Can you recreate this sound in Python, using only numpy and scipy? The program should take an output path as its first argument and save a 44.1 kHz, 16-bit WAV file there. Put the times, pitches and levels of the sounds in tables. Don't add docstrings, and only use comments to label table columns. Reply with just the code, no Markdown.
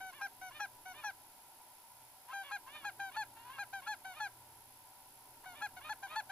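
import sys
import numpy as np
from scipy import signal
from scipy.fft import rfft, irfft
from scipy.io import wavfile
from scipy.ndimage import uniform_filter1d, map_coordinates

SR = 44100
rng = np.random.default_rng(int(sys.argv[2]) if len(sys.argv) > 2 else 0)


def generate_wav(signal):
    frames = np.transpose(np.atleast_2d(signal))
    scaled = np.clip(frames, -1, 1) * 32767
    pcm = np.round(scaled).astype(np.int16)
    wavfile.write(sys.argv[1], SR, pcm)


N = 278271
TIME = np.arange(N) / SR
FREQS = np.fft.rfftfreq(N, 1 / SR)
SIDES = np.array([[.5], [-.5]])
EDGE_S = .003


def undb(db):
    return 10 ** (np.asarray(db) / 20)

def unit(x):
    return x / np.sqrt(np.mean(x ** 2))

def ramp(t, length_s):
    return np.clip(1 - t / length_s, 0, 1)

def curve(rows, t):
    times, *columns = np.transpose(rows)
    return [np.interp(t, np.sort(times), column) for column in columns]

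def at_hz(points, hz):
    f, value = np.transpose(points)
    return np.interp(np.log(np.maximum(hz, 1)), np.log(f), value)

def noise(spectrum):
    return unit(irfft(rfft(rng.standard_normal(N)) * undb(at_hz(spectrum, FREQS)), N))

def wander(t, rate):
    return map_coordinates(rng.standard_normal(8192), [(t - t[0]) * rate], order=3, mode="wrap")


# f/Hz, relative level/dB
HISS_SPECTRUM = [(60, -9), (300, -2), (1500, 0.5), (2200, 2), (4000, -0.5), (5100, 1.5), (5900, -2),
                 (8200, -2), (9200, 1.5), (12300, 1.5), (13400, 5), (15200, 2)]
# f/Hz, amplitude ratio of channel difference to channel mean
HISS_WIDTH = [(300, 1.87), (6000, 2.17), (9000, 2.8), (13000, 1.9)]

def hiss():
    difference = irfft(rfft(noise(HISS_SPECTRUM)) * at_hz(HISS_WIDTH, FREQS), N)
    return undb(-63.5) * (noise(HISS_SPECTRUM) + SIDES * difference)


WHINE_HZ = (11204, 10787)
# level/dB, left minus right/dB
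WHINE_LEVELS = [(-63.5, -7), (-74, -7)]
WHINE_GATE = [(0, .85), (.12, .8), (.19, 1.2), (.23, 1.1), (.28, .05), (.8, .05), (.89, .8), (1, .85)]

def whine(switch_hz=59.94):
    cycle = TIME * switch_hz % 1
    gate, = curve(WHINE_GATE, cycle)
    waver = .75 * wander(TIME, 70)
    tones = sum(undb(db + SIDES * pan_db) * np.sqrt(2) * np.sin(2 * np.pi * hz * TIME + waver)
                for hz, (db, pan_db) in zip(WHINE_HZ, WHINE_LEVELS))
    fizz = noise([(9500, -30), (10600, -8), (11200, 0), (11600, -15), (12500, -25)])
    switching = np.exp(-((cycle - .21) / .099) ** 2) + np.exp(-((cycle - .87) / .066) ** 2)
    ticks = switching * noise([(6000, -25), (9300, 0), (12000, -6), (13400, 3), (15000, -3)])
    return gate * (tones + undb(-68 - SIDES * 6) * fizz) + undb(-69 + SIDES * 4) * ticks


# f/Hz, relative level/dB
RUMBLE_SPECTRUM = [(20, 3), (31, -13), (50, -9), (68, -2.5), (90, -2.5), (130, 0.5), (175, -14), (215, -1),
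                   (240, -8), (262, 2.5), (300, -7.5), (326, 2.5), (365, -6), (420, -1.5), (480, -15),
                   (1200, -24)]
# t/s, level/dB
RUMBLE_LEVEL = [(0, -71), (1, -72), (1.8, -77.5), (2.3, -79.5), (2.8, -69), (3.6, -71), (4.5, -72),
                (4.9, -76), (5.55, -68), (6.3, -72)]

def rumble():
    db, = curve(RUMBLE_LEVEL, TIME)
    return undb(db) * (noise(RUMBLE_SPECTRUM) + .074 * SIDES * noise(RUMBLE_SPECTRUM))


# t/s, level at 121 Hz/dB, level at 87 Hz/dB
HUM_LEVELS = [(0, -97, -78), (.55, -76, -98), (1.05, -81, -79), (1.5, -108, -96), (2, -79.5, -84),
              (2.5, -93, -98), (2.8, -76, -92), (3.55, -74, -84), (4.05, -81, -88), (4.5, -71, -77),
              (5.05, -85, -90), (5.5, -78.5, -87), (5.8, -76.5, -72), (6.05, -79, -86), (6.3, -75, -84)]

def hum():
    return sum(undb(db) * np.sqrt(2) * np.sin(2 * np.pi * hz * TIME + .36 * wander(TIME, 4.8))
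               for hz, db in zip((121, 87), curve(HUM_LEVELS, TIME)))


# f/Hz, relative level/dB
FLOCK_SPECTRUM = [(450, -21), (540, -14.5), (610, -5.5), (680, -14), (760, 0.5), (810, -5.5), (870, -3),
                  (930, 2.5), (985, -4.5), (1080, -12), (1200, -24), (1350, -11.5), (1520, -16.5),
                  (2200, -39.5)]
# t/s, level/dB
FLOCK_LEVEL = [(0, -66.5), (.8, -65), (1.3, -65), (2.1, -65.5), (2.7, -65.5), (3.4, -63.5), (4.4, -63.5),
               (4.8, -65), (5.3, -64.5), (6.3, -63)]

def flock():
    db, = curve(FLOCK_LEVEL, TIME)
    envelope = undb(db + wander(TIME, 6.9) + SIDES * 1.8)
    return envelope * (noise(FLOCK_SPECTRUM) + .13 * SIDES * noise(FLOCK_SPECTRUM))


# t/s, level/dB
RING_LEVEL = [(0, -74), (.8, -67.5), (1.35, -69.5), (1.8, -72), (2.25, -71), (3.3, -69.5), (4.4, -71),
              (4.9, -68.5), (5.3, -71), (6.25, -67.5)]

def ring(hz=988):
    db, = curve(RING_LEVEL, TIME)
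    phase = 2 * np.pi * hz * TIME
    tone = wander(TIME, 38) * np.cos(phase) + wander(TIME, 38) * np.sin(phase)
    return undb(db + SIDES * 2.6) * tone


def field(calls, scatter_db=-25.5, t60_s=.15, echo_s=.058, echo_db=-35.5):
    mono = calls.mean(axis=0)
    t = TIME[:SR // 2]
    dull = signal.butter(1, 2500, fs=SR, output="sos")
    middle, side = rng.standard_normal((2, len(t))) * np.exp(-np.log(1000) * t / t60_s) * (t > .004)
    tail = signal.sosfilt(dull, middle + SIDES * side)
    tail /= np.sqrt(np.mean(np.sum(tail ** 2, axis=1)))
    scatter = signal.fftconvolve(mono[None], tail, axes=1)[:, :N]
    echo = signal.sosfilt(dull, np.interp(TIME - echo_s, TIME, mono, left=0))
    return undb(scatter_db) * scatter + undb(echo_db) * echo


# f/Hz, bandwidth/Hz, level/dB
FORMANTS = [(615, 62, -28), (776, 143, -9), (888.6, 63, 2.5), (997, 80, 9), (1242, 39, -4),
            (1617, 360, 0.5), (2203, 104, -9.5), (2444, 65, -10), (2720, 380, -11), (3307, 160, -16),
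            (3610, 320, -16), (4072, 100, -14), (4350, 247, -12.5), (4660, 250, -22), (5880, 1280, -25),
            (6484, 290, -22.5), (7460, 230, -27), (9100, 760, -34.5)]
# f/Hz, width/Hz, gain/dB
NOTCHES = [(1167, 103, -12.5), (1930, 88, 5), (2584, 81, -18), (3250, 58, -22), (4340, 110, 1.5),
           (5200, 330, -9)]

def throat(hz):
    peaks = sum(undb(db) / (1 + (2 * (hz - f) / width) ** 2) for f, width, db in FORMANTS)
    notch_db = sum(db * np.exp(-(2 * (hz - f) / width) ** 2) for f, width, db in NOTCHES)
    return peaks * undb(notch_db)


# t/s, tilt above 2 kHz/(dB/octave), reedy edge at 5.8 kHz/dB
BILL_OPENING = [(0, -1, 6), (.24, -4, 17), (.63, -2, 11.5), (1.07, -2, 13), (2.38, 2.5, -10),
                (2.55, -0.5, -5), (2.87, 0, -6), (3.2, 1, -4), (3.6, 0, -5), (3.9, 1.5, -1), (4.24, 0.5, 0),
                (5.64, -0.5, -2), (5.91, 0.5, 1), (6.18, 2, -4)]

def bill_db(t, hz, strain):
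    tilt, edge_db = curve(BILL_OPENING, t)
    treble_db = (tilt - 5 * strain) * np.log2(np.maximum(hz / 2000, 1))
    return treble_db + edge_db * np.exp(-((hz - 5800) / 380) ** 2)


# f/Hz, left minus right/dB
STEREO_LEVEL = [(800, 1.5), (1600, 3), (2250, -0.5), (2450, -0.5), (3100, -8), (3600, -2), (3950, 7),
                (4400, 1), (5200, 5), (5800, 11), (6700, -10.5), (7600, 5.5)]
# f/Hz, lead of the left/rad
STEREO_PHASE = [(800, 0.17), (1450, -1.13), (1700, 0.53), (2400, 0.33), (3000, 2.5), (4300, 1.08),
                (5000, 2), (6200, 2.5), (7600, 2.04)]

def stereo_partials(hz, phase):
    sides = SIDES[:, :, None]
    return undb(sides * at_hz(STEREO_LEVEL, hz)) * np.cos(phase + sides * at_hz(STEREO_PHASE, hz))


def during(start, length):
    span = np.flatnonzero((TIME > start - EDGE_S) & (TIME < start + length + EDGE_S))
    return span, TIME[span] - start, start + length - TIME[span]


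def membrane(window, hz, db, colour, jitter, shimmer, crack, rasp_db, slack_tilt, taut_hz, strain=0):
    span, age, left = window
    t = TIME[span]
    dulling = slack_tilt * np.minimum(np.log2(hz / taut_hz), 0)
    unsteady = 1 + crack * (np.exp(-(age / .012) ** 2) + .59 * np.exp(-(left / .0093) ** 2))
    hz = hz * (1 + jitter * unsteady * wander(t, 586))
    phase = 2 * np.pi * np.cumsum(hz) / SR
    rattle = strain * np.sin(phase / 3 + .42 * wander(t, 63))
    phase += .13 * rattle
    k = np.arange(1, 15)[:, None]
    partial_hz = k * uniform_filter1d(hz, size=130)
    source_db = at_hz(colour, partial_hz) - 8 * strain * (k % 2) * (k > 1)
    source_db += dulling * np.log2(np.maximum(partial_hz / 1300, 1))
    gains = throat(partial_hz) * undb(source_db + bill_db(t, partial_hz, strain))
    gains /= np.sqrt(np.sum(gains ** 2, axis=0) / 2)
    gains *= undb(.9 * np.clip(partial_hz / 2000 - 1, 0, 1) * np.array([wander(t, 45) for _ in k]))
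    throat_lag = 2.6 * np.log(partial_hz / 1000)
    partials = stereo_partials(partial_hz, k * phase - throat_lag)
    fade = 1 - ramp(np.minimum(age, left) + EDGE_S, 2 * EDGE_S)
    envelope = undb(db) * fade * (1 + shimmer * unsteady * wander(t, 605) + .21 * rattle)
    puffs = (1 + np.cos(phase)) * rng.standard_normal(len(t))
    voice, air = np.zeros((2, N)), np.zeros(N)
    voice[:, span] = envelope * np.sum(gains * partials, axis=1)
    air[span] = undb(rasp_db) * envelope * unsteady * puffs
    return voice, air


# t/s, length/s, crest delay/s, first f/Hz, crest f/Hz, last f/Hz,
# arch exponent (1 pointed, 2 round), base level/dB, strain (0-1)
MURMURS = [(0.123, 0.094, 0.043, 505.5, 595, 509, 1.24, -56.5, 0.42),
           (0.506, .098, 0.065, 495, 611, 545, 2, -57.5, 0.35),
           (0.938, 0.096, 0.056, 534, 605, 546, 2, -56, 0.44),
           (2.278, 0.056, 0.061, 472, 587, 580, 0.66, -54.5, 0.39),
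           (2.432, 0.086, 0.016, 567, 573, 524, 1.94, -52.5, 0.72),
           (2.664, .185, .096, 491.3, 611.7, 537, 1.59, -56, 0.45),
           (3.110, 0.054, .044, 522, 620, 560, 1.2, -57.5, .35),
           (3.360, .228, 0.18, 450, 567, 534, 0.52, -55.5, 0.089),
           (3.817, 0.052, 0.07, 501, 605, 585, 1.6, -57, 0.74),
           (4.135, 0.065, 0.0435, 533, 614, 598, 1.5, -57, .6),
           (5.438, 0.014, .018, 479, 505, 509, .8, -54, 0.71),
           (5.544, 0.069, 0.034, 530, 596, 555, 1.9, -55, 0.81),
           (5.805, 0.087, .062, 497, 620.6, 601, 1.95, -56, 0.61),
           (6.070, 0.085, 0.065, 521, 628.5, 615, 2.14, -56.5, 0.78)]
# f/Hz, relative level/dB
MURMUR_COLOUR = [(550, -0.5), (1100, 4.5), (1700, -2.5), (2400, 5), (3000, 14), (3600, 8), (4400, -2),
                 (6500, -13)]
# fundamental f/Hz, gain/dB
MURMUR_BLOOM = [(455, -1), (480, -1.5), (497, 2.5), (515, 5.5), (535, 1.5), (560, -1.5), (587, -3),
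                (600, 0.5), (611, 6), (627, 8)]

def murmur(start, length, crest, first_hz, crest_hz, last_hz, roundness, level_db, strain):
    window = _, age, left = during(start, length)
    climb = ramp(age, crest) ** roundness
    sink = ramp(left, max(length - crest, EDGE_S)) ** roundness
    hz = crest_hz + (first_hz - crest_hz) * climb + (last_hz - crest_hz) * sink
    db = level_db + at_hz(MURMUR_BLOOM, hz) - 6 * ramp(age, .014)
    waver = 1 + .0082 * wander(age, 60.7)
    return membrane(window, hz * waver, db, MURMUR_COLOUR, jitter=.009, shimmer=.11, crack=.94,
                    rasp_db=-11.5, slack_tilt=11, taut_hz=596, strain=strain)


# t/s, length/s, f/Hz and level/dB at full effort, ebb/(dB/s)
LEADS = [(0.003, 0.11, 766.5, -45, 38), (0.413, 0.09, 758, -46, 49), (0.854, 0.081, 751.5, -47.5, 38),
         (2.329, 0.11, 801.6, -42, 38.5), (2.994, 0.11, 802, -40, 66.5), (3.729, 0.079, 805.5, -40, 119),
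         (4.046, 0.1, 779, -43.5, 104), (5.455, 0.1, 760, -47, 116), (5.765, 0.036, 761, -46, 172),
         (6.027, 0.048, 807, -41.3, 144), (6.294, .060, 798, -42.5, 60)]
# f/Hz, relative level/dB
LEAD_COLOUR = [(750, 5.5), (1500, 1.5), (2300, 1), (3100, 3), (3800, 1.5), (4600, -5), (6000, 3),
               (8000, -3)]

def lead(start, length, pitch_hz, level_db, ebb, hz_per_db=5.5):
    window = _, age, left = during(start, length)
    effort_db = -9 * ramp(age, .0081) - ebb * age - 7.5 * ramp(left, .017)
    return membrane(window, pitch_hz + hz_per_db * effort_db, level_db + effort_db, LEAD_COLOUR,
                    jitter=.0023, shimmer=.011, crack=9.9, rasp_db=-35, slack_tilt=13, taut_hz=780)


# t/s, length/s, crest delay/s, crest f/Hz, bend/(Hz/s^2), level/dB, squeak level/dB
CLUCKS = [(0.210, .067, .024, 806.5, 26000, -40.3, -54), (0.598, .067, 0.0072, 835, 23000, -39, -45.5),
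          (1.037, 0.078, 0.0088, 844.4, 24000, -39.3, -49), (2.511, 0.068, .028, 824, 54700, -39.5, -49.5),
          (2.844, 0.063, 0.017, 828.6, 49700, -39.5, -49), (3.161, 0.084, .026, 874.7, 39200, -37.5, -46.5),
          (3.583, 0.063, .023, 822, 75000, -40, -50), (3.867, 0.086, 0.033, 860, 44700, -39, -44.5),
          (4.200, 0.084, .008, 855, 21700, -38.5, -46.5), (5.614, 0.063, 0.0213, 843.5, 48700, -38.5, -47),
          (5.891, 0.051, 0.0212, 866.6, 155000, -38.5, -47), (6.156, 0.06, .023, 877, 80500, -36.5, -47)]
# f/Hz, relative level/dB
CLUCK_COLOUR = [(800, -1.06), (1650, -0.36), (2450, 0), (3300, -0.5), (4200, -0.7), (5000, 0), (6000, 0.3),
                (8000, 1.4)]

def cluck(start, length, crest, crest_hz, bend, level_db, slack_hz=653, db_per_hz=.05):
    window = _, age, left = during(start, length)
    arch_hz = crest_hz - bend * (age - crest) ** 2
    release = ramp(left, .0136)
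    hz = arch_hz * (1 - release) + slack_hz * release
    db = level_db - db_per_hz * (crest_hz - hz) - 10.5 * ramp(age, .0086) - 11 * release
    return membrane(window, hz, db, CLUCK_COLOUR, jitter=.0019, shimmer=.013, crack=16.4,
                    rasp_db=-35.5, slack_tilt=16, taut_hz=846)


# t/s, note f/Hz, level/dB
LEAD_SQUEAK = (2.323, 810, -48)

def squeaks(pitch_ratio=1.6, delay_s=.005, half_length_s=.007):
    out = np.zeros(N)
    cluck_squeaks = [(start, hz, db) for start, _, _, hz, _, _, db in CLUCKS]
    for start, hz, db in cluck_squeaks + [LEAD_SQUEAK]:
        centre = start + delay_s
        span = np.flatnonzero(abs(TIME - centre) < 3 * half_length_s)
        t = TIME[span]
        phase = 2 * np.pi * np.cumsum(pitch_ratio * hz * (1 + .0074 * wander(t, 405))) / SR
        envelope = undb(db) * np.exp(-((t - centre) / half_length_s) ** 2)
        out[span] += envelope * np.sqrt(2) * (np.sin(phase) + undb(-18.5) * np.sin(2 * phase))
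    return out * undb(SIDES * 4.5)


def goose():
    notes = [lead(*row) for row in LEADS]
    notes += [murmur(*row) for row in MURMURS]
    notes += [cluck(*row[:-1]) for row in CLUCKS]
    voices, airs = zip(*notes)
    rasp = irfft(rfft(sum(airs)) * unit(throat(FREQS) ** .91), N)
    return sum(voices) + squeaks() + rasp * undb(SIDES * 1.5)


def scene():
    calls = goose()
    return calls + field(calls) + flock() + rumble() + hum() + ring() + hiss() + whine()


def record(dry):
    return signal.sosfilt(signal.ellip(10, .2, 70, 15100, fs=SR, output="sos"), dry)


dry = scene()
out = record(dry)
generate_wav(out)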